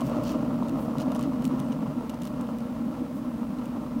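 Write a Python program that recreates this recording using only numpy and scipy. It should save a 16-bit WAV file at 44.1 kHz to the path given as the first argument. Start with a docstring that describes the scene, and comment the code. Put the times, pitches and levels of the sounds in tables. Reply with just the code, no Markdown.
"""A low, unevenly booming rumble and a rusty grind: a plastic hamster wheel coasting in a quiet room,
held by its stand close to the microphone. Balls rolling over the bearing's pitted race shake the drum
and make the hub grind; bigger pits knock, and dry steel squeaks faintly once. The stand creaks with
small ticks in the hand and fingers slide on it, over a soft hiss."""
import sys
import numpy as np
from scipy import signal
from scipy.fft import rfft, irfft, next_fast_len
from scipy.io import wavfile
from scipy.ndimage import uniform_filter1d, minimum_filter1d, map_coordinates

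SR = 44100
rng = np.random.default_rng(int(sys.argv[2]) if len(sys.argv) > 2 else 0)


def put_to_file(sound):
    """Save the sound as 16-bit audio at rate SR, in the file named by the first command-line argument."""
    columns = np.atleast_2d(sound).T  # one column per channel
    safe = np.clip(columns, -1, 1)
    whole_steps = np.round(safe * 32767)
    wavfile.write(sys.argv[1], SR, whole_steps.astype(np.int16))


N = 176400
T = np.arange(N) / SR

# the drum booms and its pitch bends: (time [s], lift [dB], pitch [Hz])
BOOMS = [(.03, 2.5, 256.3), (.106, 2, 252.3), (.176, 6.5, 254.2), (0.363, 5, 257.2), (.43, 5, 251.2),
         (.526, 3.5, 252.5), (.608, 6.5, 242.2), (0.739, 4.5, 259.8), (1.078, 4.5, 260.8), (1.275, 5, 251),
         (1.467, 4.5, 240.2), (1.538, 4.5, 262), (1.711, 4.5, 239), (1.833, 6, 240.7), (1.978, 5, 245.6),
         (2.413, 2.5, 253.7), (2.537, 6, 245.8), (2.63, 2, 236.5), (2.822, 5.5, 244), (2.875, 7.5, 251.6),
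         (3.021, 6.5, 250.5), (3.158, 1.5, 240), (3.27, 6, 246), (3.417, 5.5, 239.7), (3.508, 3.5, 237.7),
         (3.593, 3, 257.4), (3.772, 6.5, 247.8), (3.975, 8, 241)]


def from_db(db):
    """Decibels to gain."""
    return 10 ** (np.asarray(db) / 20)


def unit_rms(x):
    """Scale to an rms of 1."""
    return x / np.sqrt(np.mean(x ** 2) + 1e-20)


def curve(rows):
    """Join (time [s], value) points at every sample."""
    return np.interp(T, *np.transpose(rows))


def swell(time, half_length):
    """A smooth rise and fall around one moment, both in seconds."""
    return np.exp(-((T - time) / half_length) ** 2)


def drift(rate_hz):
    """A smooth random wander with a spread of about 1."""
    step, settle = 40, 2000
    pole = np.exp(-2 * np.pi * rate_hz * step / SR)
    noise = rng.standard_normal(N // step + settle + 2)
    slow = signal.lfilter([1], [1, -2 * pole, pole * pole], noise)[settle:]
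    return np.interp(np.arange(N) / step, np.arange(len(slow)), unit_rms(slow))


def coloured(x, response):
    """Pass through a body with this (frequency [Hz], gain [dB]) response, scaled to unit energy."""
    size = 2 * next_fast_len(len(x) // 2 + SR // 10)
    hz, db = np.transpose(response)
    bin_hz = np.arange(size // 2 + 1) * SR / size
    gain = unit_rms(from_db(np.interp(np.log(bin_hz + 1), np.log(hz), db)))
    # minimum phase: the body rings only after it is struck
    cepstrum = irfft(np.log(gain))
    cepstrum[1:size // 2] *= 2
    cepstrum[size // 2 + 1:] = 0
    return irfft(rfft(x, size) * np.exp(rfft(cepstrum)))[:len(x)]


def tilted(response, db_per_octave, pivot_hz=5500):
    """Make a response brighter or duller."""
    return [(hz, db + db_per_octave * np.log2(hz / pivot_hz)) for hz, db in response]


def resonance(hz, width):
    """A steep-sided resonance kept ringing by fine roughness; rms 1."""
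    pole = np.exp(-np.pi * width / SR)
    section = [1 - pole, 0, pole - 1, 1, -2 * pole * np.cos(2 * np.pi * hz / SR), pole * pole]
    return unit_rms(signal.sosfilt([section, section], rng.standard_normal(N + SR))[SR:])


def ringing(modes):
    """Several resonances together, each fading or growing at its own rate."""
    return sum(from_db(db + slope * T) * resonance(hz, width) for hz, width, db, slope in modes)


def add(out, time, sound):
    """Mix a short sound in at its time."""
    start = int(np.clip(time * SR, 0, N - 1))
    out[start:start + len(sound)] += sound[:N - start]


def boom_lift_db():
    """How far the booms lift the vibration."""
    return sum(db * swell(time, half_length=0.018) for time, db, _ in BOOMS)


def background_hiss():
    """Soft hiss behind the wheel, a little louder at first."""
    # colour of the hiss: (frequency [Hz], gain [dB])
    colour = [(100, -5), (1500, 17), (3000, 8), (4500, 4.5), (7000, -1.5), (11000, -1), (13500, -7),
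              (15000, 3), (16000, -0.5)]
    # its course: (time [s], level [dB])
    levels = [(0, -52.5), (.6, -56.5), (2, -57), (4, -57)]
    return unit_rms(coloured(rng.standard_normal(N), colour)) * from_db(curve(levels))


def finger_rubs():
    """Skin slides over the stand: a grainy rasp when pressed, an airy swish when light."""
    # finger strokes: (middle [s], half length [s], rasp [dB], brightness [dB/octave], swish [dB])
    strokes = [(.069, .028, -52.5, 3, -55), (.238, 0.0031, -66, 0, -48), (0.287, 0.049, -46, .5, -60),
               (.815, .045, -73, 2, -56.5), (1.011, .019, -46.5, 1, -63), (1.222, 0.053, -53, -2.5, -72),
               (1.46, 0.014, -55, -3, -53), (2.255, .035, -57.5, 1, -62), (3.17, .03, -86, 0, -59)]
    # pressed skin: (frequency [Hz], gain [dB])
    rasp_colour = [(1000, 3.5), (2200, -2), (2900, 10), (3600, 2.5), (5000, 4.5), (7000, -1), (11000, -13),
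                   (15000, -9)]
    # a light touch: (frequency [Hz], gain [dB])
    swish_colour = [(4000, -28), (8000, -1.5), (12000, -4), (14500, 4), (16000, -1)]
    grain_db = 3.5
    friction = rng.standard_normal(N) * from_db(grain_db * drift(rate_hz=250))
    swish = unit_rms(coloured(rng.standard_normal(N), swish_colour))
    out = np.zeros(N)
    for time, half_length, rasp_db, brightness, swish_db in strokes:
        rasp = unit_rms(coloured(friction, tilted(rasp_colour, brightness)))
        out += swell(time, half_length) * (from_db(rasp_db) * rasp + from_db(swish_db) * swish)
    return out


def stand_ticks():
    """Hard plastic slips in the hand: a faint first slip, then a snap and a brief ring of the stand."""
    # each tick: (time [s], relative level [dB], brightness [dB/octave])
    ticks = [(.007, -36.5, -0.5), (.014, -42, -2.5), (.096, -46, -1), (.318, -43, 1), (.631, -52, -5),
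             (.684, -43.5, -1), (0.694, -42, -1.5), (.983, -38.5, -1.5), (1.001, -41, 0), (1.016, -42, 0),
             (1.118, -39.5, -.5), (1.149, -38.5, -0.5), (1.156, -42, 1), (1.162, -41, 0),
             (1.193, -38.5, -1), (1.21, -41, -2), (1.227, -39, 1), (1.236, -43, -3), (1.422, -44, -1),
             (1.443, -39.5, -1), (1.452, -32, 2), (1.477, -43, 3), (1.594, -44, .5), (1.6, -37, .5),
             (1.722, -44.5, -4.5), (1.727, -46, -4), (2.095, -40, .5), (2.099, -40, 0), (2.143, -46.5, -1),
             (2.218, -40.5, 1.5), (2.221, -43, -1), (2.234, -42, 3), (2.252, -42, 1), (2.254, -42.5, 1),
             (2.272, -40, 1), (2.277, -45, 0), (2.411, -42, 1.5), (2.472, -51.5, -4), (2.585, -44, 0.5),
             (2.605, -48, -2), (3.586, -50.5, -3.5), (3.656, -45.5, -1)]
    # snapping plastic: (frequency [Hz], gain [dB])
    snap_colour = [(800, -28), (2000, 0.5), (2900, 3), (3700, 2.5), (4600, -1), (6500, 2), (9000, -1.5),
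                   (12000, -3), (16000, -9)]
    # resonances of the stand: (frequency [Hz], relative level [dB], decay [s])
    stand_modes = [(2887, -20.5, .003), (3830, -25, 0.0028), (5970, -31.5, 0.0024), (8650, -33, 0.0033)]
    rise_s, decay_s, tail_s, tail_db = 0.00045, 0.001, 0.011, -28
    gain_db, slip_db, slip_lead_s = 15.5, -19, 0.0042
    out, t = np.zeros(N), T[:SR // 20]
    rise = 1 - np.exp(-(t / rise_s) ** 2)
    envelope = rise * (np.exp(-t / decay_s) + from_db(tail_db) * np.exp(-t / tail_s))
    for time, db, brightness in ticks:
        colour = [(hz, level + rng.normal(0, 1.5)) for hz, level in tilted(snap_colour, brightness)]
        slip, snap = [coloured(rng.standard_normal(len(t)) * envelope, colour) for _ in range(2)]
        ring = np.zeros(len(t))
        for hz, level, decay in stand_modes:
            amplitude = from_db(level + rng.normal(0, 2)) * np.exp(-t / decay)
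            ring += amplitude * np.sin(2 * np.pi * hz * rng.normal(1, 0.035) * t)
        ring *= rise * from_db(-1.8 * brightness)  # duller snaps ring more
        add(out, time - slip_lead_s, from_db(db + gain_db + slip_db) * slip / np.linalg.norm(slip))
        add(out, time, from_db(db + gain_db) * (snap / np.linalg.norm(snap) + ring))
    return out


def bearing_squeak():
    """Dry steel in the bearing sings for a moment, faint and thin."""
    return from_db(-67) * swell(time=1.66, half_length=0.06) * resonance(hz=8550, width=350)


def pit_knocks():
    """A ball drops into a bigger pit and gives a brief, dull clatter in the hub."""
    # each drop: (time [s], relative level [dB])
    drops = [(0.019, -21), (.344, -28), (0.43, -29), (0.603, -27), (.624, -22.5), (0.757, -27), (.882, -25),
             (0.937, -30), (.954, -23), (1.067, -26.5), (1.16, -30), (1.193, -26), (1.273, -31),
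             (1.321, -29.5), (1.511, -29), (1.575, -31), (2.009, -29), (2.487, -40), (2.508, -34),
             (2.917, -40), (3.398, -35), (3.43, -34.5), (3.76, -30.5), (3.837, -31.5)]
    # the hub's response to a drop: (frequency [Hz], gain [dB])
    colour = [(250, -41), (450, -1), (620, 6), (800, 3.5), (1050, 7.5), (1350, -3), (1550, -18.5),
              (4000, -39), (16000, -38)]
    gain_db, decay_s = 15.5, 0.0015
    out, t = np.zeros(N), T[:SR // 20]
    for time, db in drops:
        knock = coloured(rng.standard_normal(len(t)) * np.exp(-t / decay_s), colour)
        add(out, time, from_db(db + gain_db) * knock / np.linalg.norm(knock))
    return out


def bearing_grind():
    """Dense contacts with rust grains excite the hub, harder in the booms, softer as the wheel slows."""
    # how hard the bearing grinds: (time [s], relative level [dB])
    levels = [(0, -38.5), (.9, -39.5), (1.6, -41.5), (2.2, -42.5), (2.9, -44), (4, -44)]
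    # the response of hub and drum wall to one contact: (frequency [Hz], gain [dB])
    hub_colour = [(200, -14), (400, -1.5), (470, 6), (545, 5), (610, 8.5), (640, 4.5), (675, -1),
                  (800, 0.5), (1000, 1), (1130, 0), (1220, -3.5), (1350, -1.5), (1500, -16), (2300, -22),
                  (2900, -18.5), (3400, -25.5), (6000, -29), (16000, -53)]
    # ringing resonances of the hub: (frequency [Hz], width [Hz], starting level [dB], slope [dB/s])
    hub_modes = [(478.5, 5.6, -52.5, -.5), (527.4, 5.2, -57.5, -1), (601, 84, -41, -4.5),
                 (2436, 9.7, -82, 1.5)]
    contacts_per_s, spread_db, gain_db = 2200, 2, 0.5
    chatter_db, surge_db, waver_db = 1.42, 1.23, 1
    sizes = from_db(spread_db * np.minimum(rng.exponential(1, N), 4)) * rng.choice([-1, 1], N)
    load_db = chatter_db * drift(rate_hz=52) + surge_db * drift(rate_hz=5.1) + 0.18 * boom_lift_db()
    contacts = sizes * (rng.random(N) < contacts_per_s / SR) * from_db(load_db)
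    grind = unit_rms(coloured(contacts, hub_colour)) * from_db(curve(levels) + gain_db)
    waver = from_db(waver_db * drift(rate_hz=5.9))
    return grind + waver * ringing(hub_modes)


def drum_rumble():
    """Rolling keeps the drum ringing: it booms, bends and dips, while the whole wheel shudders below."""
    # how hard the rolling shakes the drum: (time [s], relative level [dB])
    levels = [(0, -30), (1.5, -28.5), (2.1, -33), (3, -32.5), (4, -33.5)]
    # main resonances of the drum: (frequency [Hz], width [Hz], relative level [dB], slope [dB/s])
    main_modes = [(218, 36.4, -12, 1), (241.85, 28.8, -2.5, 0.65), (266.9, 34.5, -7, -0.54),
                  (296.8, 43, -9.5, -0.34)]
    # its low body resonances: (frequency [Hz], width [Hz], relative level [dB], slope [dB/s])
    body_modes = [(131.6, 23.6, -12.5, -1.5), (156.5, 32, -11.5, -1.2), (195.2, 64, -10, -0.37)]
    # the main resonances dip briefly: (time [s], change [dB])
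    lulls = [(.223, -4), (1.751, -3.5), (1.87, -2.5), (1.934, -3.5), (2.04, -2.5), (2.179, -2.5),
             (3.07, -6.5), (3.869, -1.5)]
    # the low body swells: (time [s], lift [dB])
    heaves = [(.07, 4.5), (.5, 4.5), (.98, 5.5), (1.09, 3.5), (1.27, 2), (1.61, 5), (1.76, 4), (1.9, 5.5),
              (2.4, 4.5), (3.37, 6)]
    # low shudder of the whole wheel: (frequency [Hz], gain [dB])
    shudder_colour = [(18, -43), (30, -10), (42, 0.5), (58, 4), (90, 2.5), (130, 0), (300, -8),
                      (500, -35.5)]
    rest_hz, bend_s, swell_s = 247.5, 0.02495, 0.026
    main_db, body_db, shudder_db = -0.5, 0.35, -47
    even_s, even_share = 0.04, 0.65
    body, main = ringing(body_modes), ringing(main_modes)
    bend = sum((hz / rest_hz - 1) * swell(time, bend_s) for time, _, hz in BOOMS)
    main = map_coordinates(main, [np.cumsum(1 + bend)], order=3, mode="mirror")
    # partly even out the random flutter so that the booms stand out
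    power = uniform_filter1d(main ** 2, int(even_s * SR)) + 1e-9
    main = unit_rms(main / power ** (even_share / 2))
    lull_db = sum(db * swell(time, swell_s) for time, db in lulls)
    heave_db = sum(db * swell(time, swell_s) for time, db in heaves)
    main *= from_db(main_db + boom_lift_db() + lull_db)
    body *= from_db(body_db + heave_db)
    rolling_db = curve(levels)
    shudder = unit_rms(coloured(rng.standard_normal(N), shudder_colour))
    shudder *= from_db(shudder_db + 0.31 * (rolling_db - rolling_db.mean()))  # loosely follows the roll
    return from_db(rolling_db) * (main + body) + shudder


def scene():
    """Wheel and hand close to one microphone, with the hiss behind them."""
    hiss = background_hiss()
    wheel = drum_rumble() + bearing_grind() + pit_knocks()
    hand = stand_ticks() + finger_rubs()
    return (hiss + hand + wheel + bearing_squeak())[None]


def record(dry):
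    """The recorder's limiter eases the loudest booms; the top is cut steeply."""
    limit_db, window_s, cutoff_hz = -14, 0.0072, 15850
    window = int(window_s * SR)
    gain = np.minimum(1, from_db(limit_db) / (np.abs(dry) + 1e-9))
    smooth_gain = uniform_filter1d(minimum_filter1d(gain, window), window)
    lowpass = signal.ellip(12, 0.1, 80, cutoff_hz, fs=SR, output="sos")
    return signal.sosfilt(lowpass, dry * smooth_gain)


dry = scene()
out = record(dry)
put_to_file(out)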